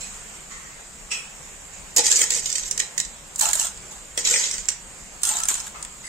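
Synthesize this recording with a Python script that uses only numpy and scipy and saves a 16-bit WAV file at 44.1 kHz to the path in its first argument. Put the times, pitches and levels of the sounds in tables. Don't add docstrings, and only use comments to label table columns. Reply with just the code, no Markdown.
import sys
import numpy as np
from scipy import signal
from scipy.fft import rfft, irfft, next_fast_len
from scipy.io import wavfile
from scipy.ndimage import uniform_filter1d

SR = 44100
rng = np.random.default_rng(int(sys.argv[2]) if len(sys.argv) > 2 else 0)


def boost_factor(decibels):
    exponent = np.asarray(decibels, float) / 20
    return 10 ** exponent


def generate_wav(signal):
    frames = np.transpose(np.atleast_2d(signal))
    scaled = np.clip(frames, -1, 1) * 32767
    pcm = np.round(scaled).astype(np.int16)
    wavfile.write(sys.argv[1], SR, pcm)


N = 268128

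# (frequency [Hz], density [dB per Hz])
PUSH = [(180, -47.5), (340, -30.5), (488, -9.5), (754, -41), (834, -12), (1270, -22), (1930, -12),
        (3400, -11), (4300, -10), (5200, -11.5), (6200, -5), (7260, -1.5), (8250, -3.5), (9500, -19.5),
        (14900, -29.5), (15700, -25.5), (16500, -70.5)]
TURNS = [
    1.9,
    3.2,
    4.05,
    5.0,
    6.0,
]
# (time [s], peak level [dB], share that rings the wall [dB], struck mode [Hz])
FIRST_PUSH = [(1.9639, -6, -19, 4580), (1.9704, -11, -27, 2424), (1.9818, -4, -16, 880.5),
              (1.9914, -11, -5.5, 475.3), (1.995, -13.5, -1, 850), (1.972, -18, -5.5, 716),
              (2.0445, -17.5, -16.5, 3930), (2.0579, -9.5, -10.5, 3319), (2.066, -6.5, -16, 2427),
              (2.1152, -5.5, -12, 1647), (2.1244, -6, -11.5, 1700), (2.159, -9.5, -14.5, 2866),
              (2.1654, -8.5, -26, 1936), (2.1913, -6.5, -17.5, 2260), (2.2163, -4, -8, 2244),
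              (2.305, -13.5, -23.5, 3960), (2.321, -17.5, -5.5, 4010), (2.3377, -16.5, -8.5, 4234),
              (2.3944, -21, -14, 4394), (2.4585, -15, -14, 2960), (2.527, -16.5, -8.5, 4400),
              (2.5548, -12.5, -7, 4300), (2.559, -15.5, -11.5, 4940), (2.582, -19, -5, 4366),
              (2.6336, -19, -8, 3746), (2.711, -13.5, -32, 3740), (2.7774, -15.5, -8.5, 3730),
              (2.7998, -10, -8, 1900), (2.8015, -14, -2, 4000), (2.9788, -11.5, -10, 1860),
              (3.0002, -13, -9, 1880), (3.0508, -21.5, -10.5, 4170)]
# (time [s], peak [dB], wall share [dB], mode [Hz])
FIRST_PULL = [(3.3596, -19, -37.5, 1680), (3.3933, -10.5, -14.5, 4590), (3.4104, -9, -5, 4120),
              (3.454, -13.5, -3, 4120), (3.488, -14, -28, 4200), (3.5324, -8.5, -11.5, 3104),
              (3.536, -15.5, -8.5, 6910), (3.414, -15.5, -5.5, 873), (3.432, -17, -3, 857.5),
              (3.465, -19, -4, 699), (3.65, -20, -7.5, 685.7), (3.5535, -12, -14.5, 662),
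              (3.5966, -12.5, -16.5, 682.5), (3.614, -11.5, -9, 2832), (3.6704, -17.5, -16.5, 907),
              (3.9154, -29.5, -28, 1850)]
# (time [s], peak [dB], wall share [dB], mode [Hz])
SECOND_PUSH = [(4.1769, -12.5, -4, 1911), (4.2506, -12, -13, 4030), (4.2724, -12.5, -22.5, 2004),
               (4.3105, -8.5, -13, 1513), (4.315, -14, -9.5, 487.8), (4.3395, -8, -5, 2000),
               (4.3596, -12.5, -4, 1867), (4.4392, -14, -1.5, 2061), (4.4549, -17, -16, 2590),
               (4.5123, -15.5, -27, 4240), (4.5387, -16, -8, 2090), (4.581, -20.5, -2.5, 4434),
               (4.686, -12.5, -6, 1817), (4.702, -21.5, -7.5, 1945), (4.717, -22.5, -12, 1900),
               (4.178, -19, -1, 468)]
# (time [s], peak [dB], wall share [dB], mode [Hz])
SECOND_PULL = [(5.234, -14, -20, 4300), (5.252, -12, -9.5, 3393), (5.278, -24, -32, 4210),
               (5.2913, -10, -16, 3050), (5.3697, -18.5, -3.5, 1300), (5.3866, -14.5, -14.5, 951),
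               (5.4019, -16, -6, 1331), (5.435, -13.5, -21.5, 3100), (5.4545, -16.5, -11.5, 1678),
               (5.486, -9.5, -18.5, 3354), (5.503, -13.5, -13, 1650), (5.513, -17, -3, 1029),
               (5.337, -18.5, -8, 1560), (5.312, -20, -2, 878.5), (5.352, -21.5, -3, 874),
               (5.541, -14, -14.5, 3260), (5.8264, -21.5, -20, 4380), (5.8493, -26, -5, 1793)]
BLOWS = FIRST_PUSH + FIRST_PULL + SECOND_PUSH + SECOND_PULL
KNOCK_FIZZ_DB = (-20, -13.5)
PORT_DELAY = 17


def evened(x):
    return x / np.sqrt(np.mean(x ** 2) + 1e-20)


def read(points, hz):
    f, value = np.transpose(points)
    return np.interp(np.log(hz + 1), np.log(f + 1), value)


def add(mix, s, sound):
    part = mix[:, round(s * SR):][:, :sound.shape[1]]
    part += sound[:, :part.shape[1]]


def resonances(modes, hz):
    return sum(boost_factor(db) ** 2 / (1 + ((hz - f) / (width / 2)) ** 2) for f, width, db in modes)


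def way(s):
    return (np.searchsorted(TURNS, s) - 1) % 2


def chatter(count=600, ms=3.0):
    shape = (len(BLOWS), count)
    bounces = rng.standard_normal(shape) * (rng.random(shape) < .3)
    bounces[:, 8] = 4.2
    bounces[:, :8] = 0
    bounces = bounces * np.exp(-(np.arange(count) / SR / (.001 * ms)) ** 2.2)
    return 6.876 * bounces / np.linalg.norm(bounces, axis=1, keepdims=True)


def friction():
    grains = rng.standard_normal(N) * boost_factor(3.1 * np.minimum(rng.exponential(1, N), 3.1))
    grains = grains * (rng.random(N) < 4500 / SR)
    roughness = evened(uniform_filter1d(rng.standard_normal(N), 200))
    return evened(grains * boost_factor(1.3 * roughness))


def ladle_force(bursts):
    # (start [s], length [s], pressure [dB], change by the end [dB], depth in the bowl [dB])
    strokes = [(1.96, 0.0682, -14, -11.5, -18), (2.033, 0.2067, -21.5, 1.5, -19.5),
               (2.229, 0.08, -25.5, -11.5, -16), (2.303, 0.0983, -22.5, -2.5, -19.5),
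               (2.418, 0.2727, -30.5, -3, -24.5), (2.709, 0.051, -27, -20.5, -15),
               (2.797, 0.046, -28.5, -12.5, -12), (2.984, 0.07, -31, -20.5, -29),
               (3.376, 0.03, -38, 5.5, -28.5), (3.406, 0.1063, -19.5, -5, -13),
               (3.53, 0.126, -25.5, -0.5, -20), (3.651, 0.075, -27.5, -20, -15.5),
               (3.908, 0.085, -35.5, -18, -12.5), (4.17, 0.074, -24, -9.5, -15.5),
               (4.248, .11, -18, -1, -22), (4.355, 0.2036, -17.5, -14, -24.5),
               (4.561, 0.0886, -35.5, -5.5, -19), (4.686, 0.0715, -33, -28.5, -17.5),
               (5.233, 0.067, -25.5, 5.5, -20.5), (5.298, 0.166, -24, -16, -14),
               (5.481, 0.1796, -21, -17, -23), (5.663, 0.029, -27, -19, -17.5)]
    slide_wall_db, slide_fizz_db = (-10.5, -11), (-16.5, -9.5)
    knock_hum_db = (-25.5, -21.5)
    hum_share = .6
    grip_s = 0.0036
    fizz_per_db, firm_db = 0.79, -13.5
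    follow = np.array([[1], [.7], [0.878], [1.3]])
    grit = friction()
    force = np.zeros((4, N))
    for s, length, db, change_db, depth_db in strokes:
        t = np.arange(0, length, 1 / SR)
        parts_db = np.array([[0], [depth_db], [slide_wall_db[way(s)]], [slide_fizz_db[way(s)]]])
        pressure_db = db - 1.5 + parts_db + follow * change_db * t / length
        add(force, s, np.minimum(t / grip_s, 1) * boost_factor(pressure_db))
    force *= grit
    for (s, db, ring, hz), burst in zip(BLOWS, bursts):
        hum_db = knock_hum_db[way(s)] + hum_share * ring
        fizz_db = KNOCK_FIZZ_DB[way(s)] + fizz_per_db * (db - firm_db)
        parts_db = np.array([[0], [hum_db], [ring - 3.5], [fizz_db]])
        add(force, s - .001, burst * boost_factor(db + 0.5743 + parts_db))
    return force


def pan_rings(colour, strong, count=500, spots=8, size=2200):
    # (frequency [Hz], t60 [s])
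    damping = [(400, 0.06), (2000, .035), (7000, 0.016), (14000, 0.0076)]
    parts_hz = (150, 1200, 4000, 9500, 16500)
    shift_rad, overlap = .6, .12
    dense_hz = np.linspace(300, 16500, num=count) + rng.uniform(-15, 15, count)
    hz = np.r_[dense_hz, [m[0] for m in strong]]
    t60 = np.r_[read(damping, dense_hz) * rng.uniform(.5, 1.6, count), [2.2 / m[1] for m in strong]]
    boost_db = np.r_[np.zeros(count), [m[2] for m in strong]]
    height = boost_factor(read(colour, hz) + boost_db) / np.sqrt(t60)
    t = np.arange(size) / SR
    modes = height[:, None] * np.exp(np.outer(2j * np.pi * hz - np.log(1000) / t60, t))
    near = np.exp(2j * np.pi * rng.random((spots, len(hz))))
    near[:, count:] = np.exp(1j * np.pi * np.arange(spots)[:, None] / 2)
    lag_rad = 2 * np.pi * hz * np.minimum(hz / 1100, 1) * 0.0003945
    patch_rad = np.minimum(hz / 900, 2.5) * rng.standard_normal(len(hz))
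    far = near * np.exp(1j * (patch_rad - lag_rad))
    far = far * np.exp(1j * shift_rad * np.minimum(hz / 2000, 1) * rng.standard_normal(near.shape))
    blurred_hz = hz * np.exp(overlap * (hz < 6500) * rng.standard_normal(len(hz)))
    part = np.digitize(np.clip(blurred_hz, parts_hz[0], parts_hz[-1] - 1), parts_hz)
    body_hum_wall_fizz = (3, 1, 2, 4)
    rings = np.array([[((w * (part == k)) @ modes).imag for w in (far, near)] for k in body_hum_wall_fizz])
    rings *= 1 - np.exp(-t / 0.00064)
    return (rings / np.linalg.norm(rings, axis=-1, keepdims=True)).transpose(2, 0, 1, 3)


def pan(force, rings, dwell_s=.022):
    size = next_fast_len(force.shape[1] + rings.shape[-1])
    travel = np.arange(force.shape[1]) / SR / dwell_s
    out = 0
    for k, spot in enumerate(rings):
        away = (travel - k + len(rings) / 2) % len(rings) - len(rings) / 2
        share = np.cos(np.pi / 2 * np.clip(away, -1, 1))
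        out = out + (rfft(force * share, size)[:, None] * rfft(spot, size)).sum(0)
    return irfft(out, size)


def struck_mode(burst, t, t60, hz, db):
    mode = boost_factor(-60 * t / t60) * np.sin(2 * np.pi * hz * t)
    ping = np.convolve(burst, mode)
    ping *= boost_factor(db) / abs(ping).max()
    return np.array([np.roll(ping, PORT_DELAY), ping])


def pings(bursts, t60=0.033):
    out, t = np.zeros((2, N)), np.arange(2000) / SR
    for (s, db, ring, hz), burst in zip(BLOWS, bursts):
        mode_t60 = t60 / (hz / 2500) ** .5
        add(out, s - .001, struck_mode(burst, t, mode_t60, hz, db + ring - 5.0))
    return out


def ticks(bursts):
    # (time [s], peak level [dB], treble mode
    # [Hz])
    catches = [(1.9709, -1.5, 7075), (1.9902, -3, 8310), (2.04, -13.5, 7540), (2.065, -7.5, 7860),
               (2.0803, -7.5, 7360), (2.0846, -12.5, 8200), (2.1005, -13.5, 7190), (2.125, -5.5, 6520),
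               (2.1286, -13, 7540), (2.1329, -12.5, 7390), (2.1663, -8, 6780), (2.1703, -5.5, 6860),
               (2.202, -16, 7480), (2.2115, -10, 7830), (2.2154, -1, 6600), (2.2629, -21.5, 7070),
               (2.3049, -6, 7290), (2.3515, -10, 7130), (2.3727, -13, 7084), (2.4773, -17, 7460),
               (2.502, -15, 6000), (2.5166, -16, 5250), (2.5954, -13.5, 7595), (2.6269, -24, 7520),
               (2.7937, -9, 7140), (3.0118, -18, 7690), (3.4661, -11.5, 7320), (3.5913, -14, 7600),
               (3.5971, -8.5, 7750), (3.6053, -13, 5780), (3.6351, -13.5, 7390), (3.646, -14.5, 7140),
               (3.774, -24.5, 7160), (3.9239, -22, 8600), (4.1896, -15, 5600), (4.1996, -24, 7660),
               (4.2462, -16, 7320), (4.2544, -4.5, 8220), (4.2716, -8.5, 7680), (4.2881, -9, 7840),
               (4.3245, -12, 6510), (4.3397, -9.5, 6500), (4.3525, -10.5, 7400), (4.3592, -13, 7160),
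               (4.3966, -10.5, 6980), (4.4113, -16, 7200), (4.4517, -16.5, 7140), (4.5906, -21.5, 7220),
               (4.6014, -21, 7500), (4.6091, -24, 7280), (4.655, -23.5, 7260), (4.694, -15.5, 7700),
               (4.7069, -20.5, 7100), (5.4748, -23.5, 7680), (5.4942, -11, 7090), (5.5081, -13.5, 7130),
               (5.5524, -13, 8560), (5.6012, -15, 6970), (5.64, -29, 7040), (5.6772, -25, 7290),
               (2.1145, -6, 8400), (2.3215, -14, 5200), (2.3456, -16, 7800), (2.4423, -19, 6770),
             (2.4577, -6, 5000), (2.4605, -13, 7450), (2.4992, -16, 5000), (2.5257, -19, 8190),
             (2.5585, -13, 8200), (2.582, -14, 7690), (2.6628, -22, 7640), (2.7117, -10, 7600),
             (2.7766, -11, 7480), (2.9788, -9, 8500), (3.0002, -8, 7500), (3.3965, -8, 7180),
             (3.4125, -7, 7470), (3.4541, -13, 8560), (3.489, -13, 7220), (3.5309, -8, 6860),
             (3.6681, -12, 7250), (4.1758, -9, 5630), (4.2725, -3.5, 7880), (4.4385, -11, 7880),
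             (4.5126, -12, 7520), (4.6855, -12, 7500), (4.6885, -8, 6000), (5.2173, -23, 7800),
             (5.2328, -4.5, 8700), (5.2767, -11, 6790), (5.2892, -8, 8260), (5.3231, -16, 7260),
             (5.336, -19, 8200), (5.368, -11, 7860), (5.4019, -13, 7660), (5.4345, -8, 6210),
             (5.4847, -4, 8620), (5.5015, -11, 7200), (5.6648, -24, 7160), (5.555, -14, 7400),
             (5.8264, -20, 7300)]
    catch_s, mode_t60 = 0.0017, .012
    force, out, t = np.zeros((4, N)), np.zeros((2, N)), np.arange(600) / SR
    for k, (s, db, hz) in enumerate(catches):
        burst = bursts[k % len(bursts)] * np.exp(-t / catch_s)
        parts_db = np.array([[-3.0], [-36], [-15], [KNOCK_FIZZ_DB[way(s)] - 2.5]])
        add(force, s, burst * boost_factor(db + parts_db))
        add(out, s, struck_mode(burst, t, mode_t60, hz, db - 7.0))
    return force, out


def stirred_pan():
    # (frequency [Hz], density [dB per Hz])
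    pull = [(180, -60), (300, -33), (587, -32), (649, -18.5), (877, -5), (1060, -14.5), (2650, -18.5),
            (3140, -16), (3840, -12.5), (5500, -7), (7020, 4.5), (8580, 3.5), (10300, -8), (15200, -12),
            (16500, -33.5)]
    # (frequency [Hz], width [Hz], level [dB])
    push_modes = [(213.7, 81, 18.5), (447, 55, 9), (489.6, 70, 6.5), (850, 70, 5.5), (1509.6, 140, 13),
                  (1880, 190, 14), (2131.3, 100, 7)]
    # (frequency [Hz], width [Hz], level [dB])
    pull_modes = [(655.4, 70, 4.6), (870.3, 100, 3), (1012.5, 58, 3), (1700, 39, 4.9), (3120, 60, 2.8)]
    # (time [s], left over right [dB])
    swing = [(2.2, 2.5), (2.4, -2.5), (3.0, 0), (3.6, -0.5), (4.3, 3.5), (4.7, -1.13), (5.398, 1.94),
             (5.5, 3.5)]
    bursts = chatter()
    catch_force, catch_rings = ticks(bursts)
    ladle = pings(bursts) + catch_rings
    force = ladle_force(bursts) + catch_force
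    ways = pan_rings(PUSH, push_modes), pan_rings(pull, pull_modes)
    for k, (start, end) in enumerate(zip(TURNS, TURNS[1:])):
        add(ladle, start, pan(force[:, round(start * SR):round(end * SR)], ways[k % 2]))
    ladle = signal.lfilter(*signal.butter(2, 170, "high", fs=SR), ladle)
    swing_db = np.interp(np.arange(N) / SR, *np.transpose(swing))
    return ladle * boost_factor(np.array([swing_db, -swing_db]) / 2)


def kitchen(x):
    # (frequency [Hz], t60 [s])
    room_decay = [(300, 0.23), (2000, 0.36), (7000, 0.27), (14000, 0.11)]
    taps = np.zeros((2, SR // 2))
    slots = np.arange(260, SR // 2 - 20, 20)
    at = slots + rng.integers(0, 20, (2, len(slots)))
    np.put_along_axis(taps, at, rng.choice([-1., 1.], at.shape), 1)
    hz, t, z = signal.stft(taps, SR, nperseg=128)
    decay = boost_factor(-60 * t / read(room_decay, hz)[:, None])
    tail = signal.istft(z * decay, SR, nperseg=128)[1]
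    return signal.fftconvolve(x, tail / np.linalg.norm(tail[0]), axes=1)[:, :N]


def clank(s, db, t60, modes):
    size = 2 ** 15
    hz, t = np.fft.rfftfreq(size, 1 / SR), np.arange(size) / SR
    wide = boost_factor(read(PUSH, hz) - 9.5) ** 2 / (1 + (hz / 8800) ** 12)
    power = uniform_filter1d(resonances(modes, hz), 28) + wide
    lines = rfft(rng.standard_normal((2, size))) * np.sqrt(power)
    lows = hz < 3500
    noise = irfft(lines * ~lows) + irfft(lines * lows) * boost_factor(60 * t / t60 * 0.22)
    return s, boost_factor(db - 60 * t / t60) * (1 - np.exp(-t / 0.0035)) * noise / irfft(lines).std()


def far_pots():
    # (time [s], level [dB], t60 [s])
    strikes = [
        (.005, -29.5, 0.5),
        (.505, -35.5, .8),
        (0.739, -34.5, 0.0153),
        (1.112, -20.5, 0.3417),
        (1.727, -40.5, 0.24),
        (5.743, -36.5, 0.46),
        (6.037, -35.5, 9),
    ]
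    # (frequency [Hz], width [Hz], level [dB])
    pots = [
        [(2492.5, 60, -4.5), (4140, 90, -10), (5320, 220, -12.5), (6743, 22, 0.5), (7824, 250, 0)],
        [(1118, 86, -7.5), (1300, 67, -4.5), (1880, 50, -1), (2090, 50, -3), (7190, 190, -7)],
        [(5960, 32, -3), (7750, 70, -9.5)],
        [(2514, 50, 1.5), (2620, 100, 2.5), (2960, 18, 1.5), (3313, 16, -1), (1299, 64, -8.5), (4120, 60, -11),
         (5243, 200, -6), (5620, 260, -5), (6500, 300, -13), (7850, 160, -3), (8250, 160, -5), (1900, 135, -12)],
        [(7050, 86, 4), (8200, 34, 1.7)],
        [(1020, 170, -0.5), (1250, 63, 6.5), (2156, 190, -3), (2617, 100, -3)],
        [(2042, 48, 4), (4840, 135, -5.5), (7760, 71, 5.5), (9030, 32, 5.5)],
    ]
    out = np.zeros((2, N))
    for row, modes in zip(strikes, pots):
        add(out, *clank(*row, modes))
    return out


def burner():
    # (frequency [Hz], coherence [0..1])
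    hiss_same = [(60, 1), (290, 0.71), (700, 0.27), (1500, 0.045)]
    # (frequency [Hz], density [dB per Hz])
    hiss = [(70, -18), (100, -12), (125, -8.5), (200, -5.5), (265, -14.5), (510, -10.5), (1100, -11.5),
            (2400, -12.5), (4100, -18.5), (6000, -16.5), (7300, -5.5), (8300, -9), (10000, -25.5),
            (16500, -32)]
    # (frequency [Hz], width [Hz], level [dB])
    rumble = [
        (35.27, 7, 8),
        (59.48, 5.5, 3),
    ]
    hiss_db = -43
    frames, hz = N // 1024 + 5, np.fft.rfftfreq(4096, 1 / SR)
    a, b, c, d, patches = rng.standard_normal((frames, 2049, 5)).T
    patches = evened(uniform_filter1d(uniform_filter1d(patches, 48, 0), 4, 1))
    swell = evened(uniform_filter1d(rng.standard_normal(frames), 8))
    same = np.clip(read(hiss_same, hz), 0, 1)[:, None]
    left = a + 1j * b
    z = np.array([left, same * left + np.sqrt(1 - same ** 2) * (c + 1j * d)])
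    engines = resonances(rumble, hz) * hz ** 2 / (hz ** 2 + 400)
    colour = np.sqrt(boost_factor(read(hiss, hz)) ** 2 + engines)
    z *= colour[:, None] * boost_factor(1.2 * patches + 0.68 * swell)
    return boost_factor(hiss_db + 2.5) * evened(signal.istft(z, nperseg=4096, noverlap=3072)[1][:, :N])


def scene():
    ladle = stirred_pan()
    return ladle + boost_factor(-10.0) * kitchen(ladle) + far_pots() + burner()


def fold(size):
    n, k = np.arange(2 * size)[:, None], np.arange(size)
    bell = np.cumsum(np.kaiser(size + 1, 4 * np.pi))
    rise = np.sqrt(bell[:size] / bell[-1])
    window = np.r_[rise, rise[::-1]][:, None]
    return window * np.cos(np.pi / size * (n + .5 + size / 2) * (k + .5)) * np.sqrt(2 / size)


def starved(x, size=1024, count=263):
    # (frequency [Hz], step [dB])
    coarse = [(700, -6), (1500, -2), (3500, 0), (5700, .5), (7300, -5), (8600, 2), (9600, 7.5), (11500, 5),
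              (15300, 3), (16000, 28)]
    turn = fold(size)
    pair = np.array([x[0] + x[1], x[0] - x[1]]) / 2
    pair = np.pad(pair, ((0, 0), (2 * size - count, 3 * size)))
    halves = pair[:, :pair.shape[1] // size * size].reshape(2, -1, size)
    frames = np.concatenate([halves[:, :-1], halves[:, 1:]], axis=2)
    lines = frames @ turn
    local = np.sqrt(uniform_filter1d((lines ** 2).sum(0), 30, 1) + 1e-14)
    whim = uniform_filter1d(rng.standard_normal((len(local), 64)), 2, 0)
    whim[:, 25::2] = whim[:, 24::2]
    whim = np.repeat(whim, 16, axis=1)
    power = (frames[0] ** 2).reshape(len(local), 16, -1).mean(2) + 1e-12
    rise = (power[:, 1:] / power[:, :-1]).max(1)[:, None]
    relief_db = 14 * (rise > 12) + 16 * (rise > 60)
    hz = np.arange(size) * SR / 2 / size
    busy_db = np.maximum(10 * np.log10(power.mean(1)) + 41, 0)[:, None]
    whim_db = np.where(hz > 8500, 7.5, hz / 850) * whim
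    step_db = read(coarse, hz) + whim_db - relief_db + 90 * (hz > 16900)
    treble_db = (hz > 8500) * (0.11 * busy_db + np.array([[[0]], [[5.5]]]))
    step = local * boost_factor(step_db + treble_db)
    rounded = np.sign(lines) * np.floor(abs(lines) / step + .4) * step
    frames = rounded @ turn.T
    joined = (frames[:, 1:, :size] + frames[:, :-1, size:]).reshape(2, -1)
    mid, side = joined[:, size - count:][:, :N]
    return np.array([mid + side, mid - side])


def band_limit(x):
    return signal.sosfilt(signal.butter(12, 16990, fs=SR, output="sos"), x)


def record(dry):
    # (frequency [Hz], share [0..1])
    shared_treble = [(5800, 0.025), (7000, 0.908), (8300, 0.56), (9100, 0.28)]
    # (frequency [Hz], left over right [dB])
    port_lean = [(40, 5.5), (250, 4.5), (900, 3.5), (3000, -1.5), (5500, -5), (6900, -8.5), (8300, -0.5),
                 (16000, -8)]
    hz = np.fft.rfftfreq(N, 1 / SR)
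    left, right = rfft(dry)
    joined = np.clip(read(shared_treble, hz), 0, 1)
    left = joined * right + np.sqrt(1 - joined ** 2) * left
    lean = boost_factor(read(port_lean, hz) / 2)
    ports = irfft(np.array([left * lean, right / lean]), N)
    mix = starved(1.284 * np.tanh(ports / 1.346))
    return band_limit(mix)


dry = scene()
out = record(dry)
generate_wav(out)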